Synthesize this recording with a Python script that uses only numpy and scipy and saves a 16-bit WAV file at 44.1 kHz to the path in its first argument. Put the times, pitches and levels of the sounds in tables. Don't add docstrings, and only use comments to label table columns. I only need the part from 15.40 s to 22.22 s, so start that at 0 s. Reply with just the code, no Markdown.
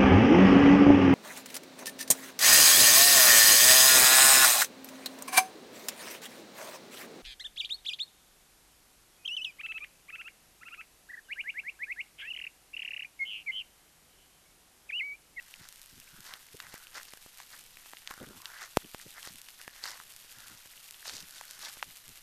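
import sys
import numpy as np
from scipy import signal
from scipy.fft import rfft, irfft, next_fast_len
from scipy.io import wavfile
from scipy.ndimage import map_coordinates

SR = 44100
rng = np.random.default_rng(int(sys.argv[2]) if len(sys.argv) > 2 else 0)


def persist_wave(psi):
    counts = np.round(np.clip(psi, -1, 1) * 32767).astype(np.int16)
    wavfile.write(sys.argv[1], SR, np.atleast_2d(counts).T)


N = 300762

# peak_s, rise_s, fall_s (both to 1/e), coarse_gain_db, fine_gain_db
SWELL_ROWS = [(.24, .08, 0.075, -59, -59), (.875, 0.034, 0.057, -53, -52), (.93, .03, 0.045, -51.5, -61),
              (1.25, 0.057, .04, -56, -64), (1.335, .03, 0.035, -50.5, -53.5),
              (1.565, 0.023, .04, -46.5, -47.5), (1.685, 0.012, 0.011, -59, -54),
              (2.0, 0.023, 0.03, -58, -54), (2.135, 0.019, 0.02, -51, -53),
              (2.715, 0.048, 0.052, -53, -57.5), (2.835, 0.012, 0.017, -51.5, -70),
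              (3.16, 0.099, 0.053, -54, -60), (3.225, 0.035, 0.041, -47, -49),
              (3.615, .015, 0.028, -62, -55.5), (3.77, 0.016, 0.022, -46.5, -59),
              (3.86, .03, 0.042, -53, -50.5), (4.21, 0.018, 0.014, -55.5, -58),
              (4.37, 0.043, 0.036, -60, -58.5), (4.45, 0.021, 0.09, -46.5, -44),
              (5.04, 0.22, 0.3, -62, -60.5), (5.671, .018, 0.056, -52.5, -43),
              (5.755, .035, 0.058, -55.5, -46.5), (5.97, 0.043, 0.044, -64, -50.5),
              (6.13, 0.068, .09, -63, -55), (6.262, 0.046, .04, -48.5, -44), (6.35, .04, 0.059, -62, -59.5)]


def amp(db):
    return 10 ** (np.asarray(db) / 20)


def unit(x):
    return x / np.sqrt(np.mean(x ** 2) + 1e-20)


def wobble(rate_hz):
    knots = rng.standard_normal(int(N * rate_hz / SR) + 4)
    return map_coordinates(knots, [np.arange(N) * rate_hz / SR])


def filtered(x, response):
    m = next_fast_len(len(x) + min(len(x), SR // 5))
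    spectrum = rfft(x, m) * response(np.fft.rfftfreq(m, 1 / SR))
    return irfft(spectrum, m)[:len(x)]


def coloured(x, points):
    hz, db = np.transpose(points)
    return unit(filtered(x, lambda f: amp(np.interp(np.log(f + 1), np.log(hz), db))))


def resonance(f, hz, q):
    damping = 1j * f * hz / q
    return (damping / (hz ** 2 - f ** 2 + damping)) ** 2


def add(track, start_s, sound):
    part = track[max(round(start_s * SR), 0):][:len(sound)]
    part += sound[:len(part)]


def burst(t, decay_s):
    puff = rng.standard_normal(len(t)) * np.exp(-t / decay_s)
    return puff / np.linalg.norm(puff)


def grains(rate_hz, spread_db):
    fires = rng.random(N) < rate_hz / SR
    size = amp(spread_db * np.clip(rng.standard_normal(N), -2, 2))
    return unit(fires * size * rng.choice([-1, 1], N))


def flakes(rate_hz, pitch_hz, scatter, cycles, spread_db):
    draws = rng.standard_normal((int(rate_hz * N / SR), 2))
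    start = rng.integers(0, N, (len(draws), 1))
    pitch = pitch_hz * np.exp(scatter * draws[:, :1])
    size = amp(spread_db * np.clip(draws[:, 1:], -2, 2))
    age = np.arange(SR // 200)
    turns = pitch * age / SR
    clinks = size * turns * np.exp(-turns / cycles) * np.sin(2 * np.pi * turns)
    return unit(np.bincount((start + age).ravel(), clinks.ravel(), N)[:N])


def hiss():
    # time_s, gain_db
    gain_rows = [(0.0, -62.5), (2.14, -59.5), (2.68, -60.5), (3.78, -57), (4.16, -59), (6.29, -56.5),
                 (6.82, -59)]
    # hz, relative_db
    fizz_colour = [(200, -26), (700, -7.5), (1200, -6), (1700, -5.5), (2900, 2), (6000, -2.5), (9000, -1.5),
                   (13800, -0.5)]
    # hz, relative_db
    tick_colour = [(300, -31), (1000, -13), (2500, 3.5), (5000, -3.5), (9000, 3), (13800, -1)]
    gain_db = np.interp(np.arange(N) / SR, *np.transpose(gain_rows))
    flurry = np.clip(wobble(55), -1.6, 1.6)
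    far = coloured(rng.standard_normal(N), fizz_colour) * amp(1.5 + 1.1 * flurry)
    middle = coloured(grains(rate_hz=1600, spread_db=6.0), fizz_colour) * amp(1.5 + 3.25 * flurry)
    near = coloured(grains(rate_hz=55, spread_db=5.5), tick_colour) * amp(-2.5)
    clinks = flakes(rate_hz=50, pitch_hz=3320, scatter=.37, cycles=1.0, spread_db=5.0) * amp(-8.0)
    return amp(gain_db) * (far + middle + near + clinks)


def air():
    # hz, relative_db
    air_colour = [(20, 4), (50, -13), (110, -10.5), (200, -15), (560, -18), (1200, -21), (3000, -45)]
    return coloured(rng.standard_normal(N), air_colour) * amp(-67.3 + 1.1 * wobble(9))


def swelling(peaks_db, creep_db):
    shape = 1.57
    t = np.arange(N) / SR
    power = np.full(N, amp(creep_db) ** 2)
    for (peak_s, rise_s, fall_s, *_), db in zip(SWELL_ROWS, peaks_db):
        away = np.maximum((peak_s - t) / rise_s, (t - peak_s) / fall_s)
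        envelope = np.exp(-np.minimum(abs(away), 10) ** shape)
        power += (amp(db) * envelope) ** 2
    return 10 * np.log10(power)


def crumbling():
    # hz, relative_db
    coarse_colour = [(150, -34), (400, -17.5), (800, -5.5), (1200, -4), (1600, -6), (2000, -0.5),
                     (2500, -16), (5000, -19), (13800, -35)]
    # hz, relative_db
    fine_colour = [(300, -20), (1500, -12.5), (2700, -4.5), (3600, -3), (4700, -2.5), (6200, -1),
                   (8500, -7.5), (13800, -17.5)]
    *_, coarse_peaks, fine_peaks = np.transpose(SWELL_ROWS)
    coarse_db = swelling(coarse_peaks, creep_db=-68)
    fine_db = swelling(fine_peaks, creep_db=-64)
    force_db = fine_db + 44

    clink = amp(-3.5) * flakes(rate_hz=1100, pitch_hz=1650, scatter=0.12, cycles=.9, spread_db=6)
    grind = amp(-4) * coloured(grains(rate_hz=2500, spread_db=6.5), coarse_colour)
    coarse = (clink + grind) * amp(coarse_db + 2.6 * wobble(170))

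    ring = flakes(rate_hz=900, pitch_hz=4720, scatter=.13, cycles=1.54, spread_db=5.0)
    ring *= amp(-3.5 + 0.34 * force_db)
    dry_ticks = amp(-1.5) * coloured(grains(rate_hz=5000, spread_db=4), fine_colour)
    fine = (ring + dry_ticks) * amp(fine_db + 3.04 * wobble(380))

    lumps = flakes(rate_hz=660, pitch_hz=777, scatter=.29, cycles=.48, spread_db=8.0)
    lumps *= amp(fine_db - 15.5 + .3 * force_db)
    return coarse + fine + lumps


def cracks():
    # start_s, size_db, pitch_hz, resonance_q, tick_db
    crack_rows = [(.14, -10.5, 2680, 2.4, -28), (.938, -8, 3200, 1.2, -20.5),
                  (1.2013, -6.5, 1460, 1.5, -27), (1.2026, -8, 3500, 1.1, -45),
                  (1.268, -14, 1510, 1.2, -30), (1.47, -13, 2730, 2.5, -30), (1.773, -14.5, 1570, 4.3, -25),
                  (2.0019, -11, 1160, 0.86, -27), (2.371, -10.5, 2350, 3, -24.5),
                  (2.4602, -18, 950, 0.32, -40), (2.5345, -12.5, 825, 0.34, -49),
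                  (2.57, -11.5, 2600, 1.24, -45), (2.6747, -5, 2700, 0.71, -32), (2.712, 2, 1300, 2.5, -23),
                  (2.739, -7, 1440, 2, -25), (3.0567, -3.5, 2900, 0.91, -40),
                  (3.8296, -16.5, 3880, 0.63, -31), (3.8504, -8, 1650, 1.9, -28),
                  (4.0866, -15.5, 2480, 0.55, -44), (4.215, -15.5, 3000, 0.37, -35),
                  (4.2785, -3.5, 1750, 5.2, -23), (4.439, 0, 4340, 2.7, -25), (4.456, -3.5, 1650, 1.3, -20),
                  (4.6006, -5.5, 1230, 1.7, -29), (4.613, -12, 1230, 2.2, -29),
                  (5.656, -9.5, 1280, 0.68, -37), (5.68, -6, 4900, 2.1, -37),
                  (5.6959, -9.5, 1660, 0.3, -45), (5.7673, -8.5, 5110, 1.6, -36),
                  (5.8045, -12, 4400, 2, -27), (6.0115, -4.5, 1010, 1.2, -21.5),
                  (6.1922, -12, 1630, 1.9, -27), (6.4274, 4, 1360, 0.69, -50)]
    ground_delay_s = .0011
    out, t = np.zeros(N), np.arange(SR // 25) / SR
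    for start_s, size_db, pitch_hz, q, tick_db in crack_rows:
        echo = amp(-13.5) * (t == t[round(ground_delay_s * SR)])
        ground = echo + amp(-12) * burst(t, decay_s=0.004)
        kick = (t == 0) + amp(-8.5) * burst(t, decay_s=0.0013) + ground
        ring = filtered(kick, lambda f: resonance(f, pitch_hz, q))
        tick = burst(t, decay_s=0.00044)
        add(out, start_s, amp(size_db) * ring + amp(tick_db) * tick)
    return out


def thuds():
    # centre_s, size_db, decay_s (to 1/e on either side)
    thud_rows = [(.21, -57, .011), (0.535, -60, .01), (0.582, -58, 0.014), (0.743, -60, .01),
                 (0.793, -58.5, 0.01), (1.149, -52.5, 0.0022), (1.278, -63, 0.033), (2.815, -47, 0.0057),
                 (2.836, -49, 0.01), (2.875, -56, 0.0099), (2.902, -51.5, .022), (2.97, -56.5, 0.028),
                 (3.451, -53.5, 0.0093), (3.666, -53.5, 0.0062), (3.909, -61, 0.0068),
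                 (3.948, -59.5, 0.015), (4.984, -62, 0.012), (5.122, -58.5, 0.029), (5.745, -57.5, .014),
                 (5.833, -57.5, .014), (6.477, -60, 0.025), (6.699, -58, 0.014)]
    base_hz, base_db, octaves_per_db = 182, -59, 0.1
    out, t = np.zeros(N), np.arange(-SR // 10, SR // 10) / SR
    for centre_s, size_db, decay_s in thud_rows:
        hz = base_hz * 2 ** (octaves_per_db * (size_db - base_db))
        puff = rng.standard_normal(len(t)) * np.exp(-abs(t) / decay_s)
        muffle = lambda f: f / (f + 60) / (1 + (f / (1.4 * hz)) ** 4)
        bump = unit(filtered(puff, muffle))
        add(out, centre_s + t[0], amp(size_db - 9) * bump)
    return out


def splinters():
    # start_s, size_db
    splinter_rows = [(.2886, -19), (.326, -22.5), (.4167, -22), (.6008, -23), (.8064, -22), (1.379, -24),
                     (1.632, -18.5), (3.0188, -21), (4.0166, -19), (4.507, -19), (4.764, -20),
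                     (5.5097, -17), (5.909, -22), (6.1104, -16), (6.3298, -23), (6.3392, -22),
                     (6.5708, -21), (6.692, -21.5)]
    kicks = np.zeros(N)
    for start_s, size_db in splinter_rows:
        add(kicks, start_s, amp([size_db]))
    return filtered(kicks, lambda f: resonance(f, hz=6500, q=0.32))


def rasps():
    # start_s, length_s, level_db (before the fade), start_hz, end_hz
    rasp_rows = [(.66, 0.4, -60.5, 1480, 1540), (1.19, 0.38, -62.5, 1595, 1380),
                 (2.662, .38, -60, 1487, 1400), (2.858, 0.37, -61.5, 960, 1050),
                 (3.02, .25, -53.5, 1398, 1774), (3.73, 0.084, -55, 1600, 1650),
                 (4.16, 0.384, -63, 1840, 1780), (4.45, 0.155, -59.5, 1050, 1130),
                 (4.88, .28, -61, 1620, 1350), (5.72, 0.69, -64, 1503, 1520)]
    ring_s = 0.00089
    out = np.zeros(N)
    slips = grains(rate_hz=450, spread_db=5.0) * np.exp(2j * np.pi * rng.random(N))
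    age = np.arange(SR // 50) / SR
    ringing = signal.fftconvolve(slips, age * np.exp(-age / ring_s))
    for start_s, length_s, level_db, start_hz, end_hz in rasp_rows:
        u = np.linspace(0, 1, round(length_s * SR))
        phase = 2 * np.pi * np.cumsum(start_hz + (end_hz - start_hz) * u) / SR
        fold = np.real(ringing[round(start_s * SR):][:len(u)] * np.exp(1j * phase))
        fade = np.sin(np.pi * u)
        add(out, start_s, amp(level_db) * unit(fold) * fade)
    return out


def taps():
    # start_s, size_db, corner_hz, tick_db
    tap_rows = [(1.3414, -6, 1060, -22), (1.7365, -12.5, 4060, -29), (1.8625, -13, 935, -30),
                (1.9843, -23, 4690, -24), (2.7088, -7.5, 1610, -17), (2.7784, -14.5, 1380, -29),
                (3.547, -2, 1460, -23.5), (3.8745, -11, 1200, -21.5), (4.279, -9, 1950, -31),
                (4.8478, -21, 1200, -35), (5.2586, -22, 1200, -28), (6.3718, -17, 2790, -39)]
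    out, t = np.zeros(N), np.arange(SR // 50) / SR
    for start_s, size_db, corner_hz, tick_db in tap_rows:
        push = t * np.exp(-2 * np.pi * corner_hz * t)
        tick = burst(t, decay_s=0.00009)
        add(out, start_s, amp(size_db) * push / push.sum() + amp(tick_db) * tick)
    return out


def snap():
    out, t = np.zeros(N), np.arange(SR // 20) / SR
    lobe = lambda at_s, width_s: np.exp(-.5 * ((t - at_s) / width_s) ** 2)
    click = 0.41 * lobe(at_s=.0001, width_s=.00006)
    buckle = 0.35 * lobe(at_s=0.00025, width_s=0.00024)
    spring = 0.16 * lobe(at_s=0.00085, width_s=.0002) + 0.21 * lobe(at_s=0.001, width_s=0.00043)
    leak = lambda f: 1j * f / (1j * f + 55)
    swing = filtered(click - buckle + spring, leak)
    tear = amp(-4.5) * burst(t, decay_s=0.0016)
    add(out, 3.3713, swing + tear)
    return out


def scene():
    background = hiss() + air() + crumbling()
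    events = cracks() + thuds() + splinters() + rasps() + taps() + snap()
    return (background + events)[None]


def record(dry):
    top_hz = 14050
    return filtered(dry[0], lambda f: 1 / np.sqrt(1 + (f / top_hz) ** 160))[None]


dry = scene()
out = record(dry)
persist_wave(out)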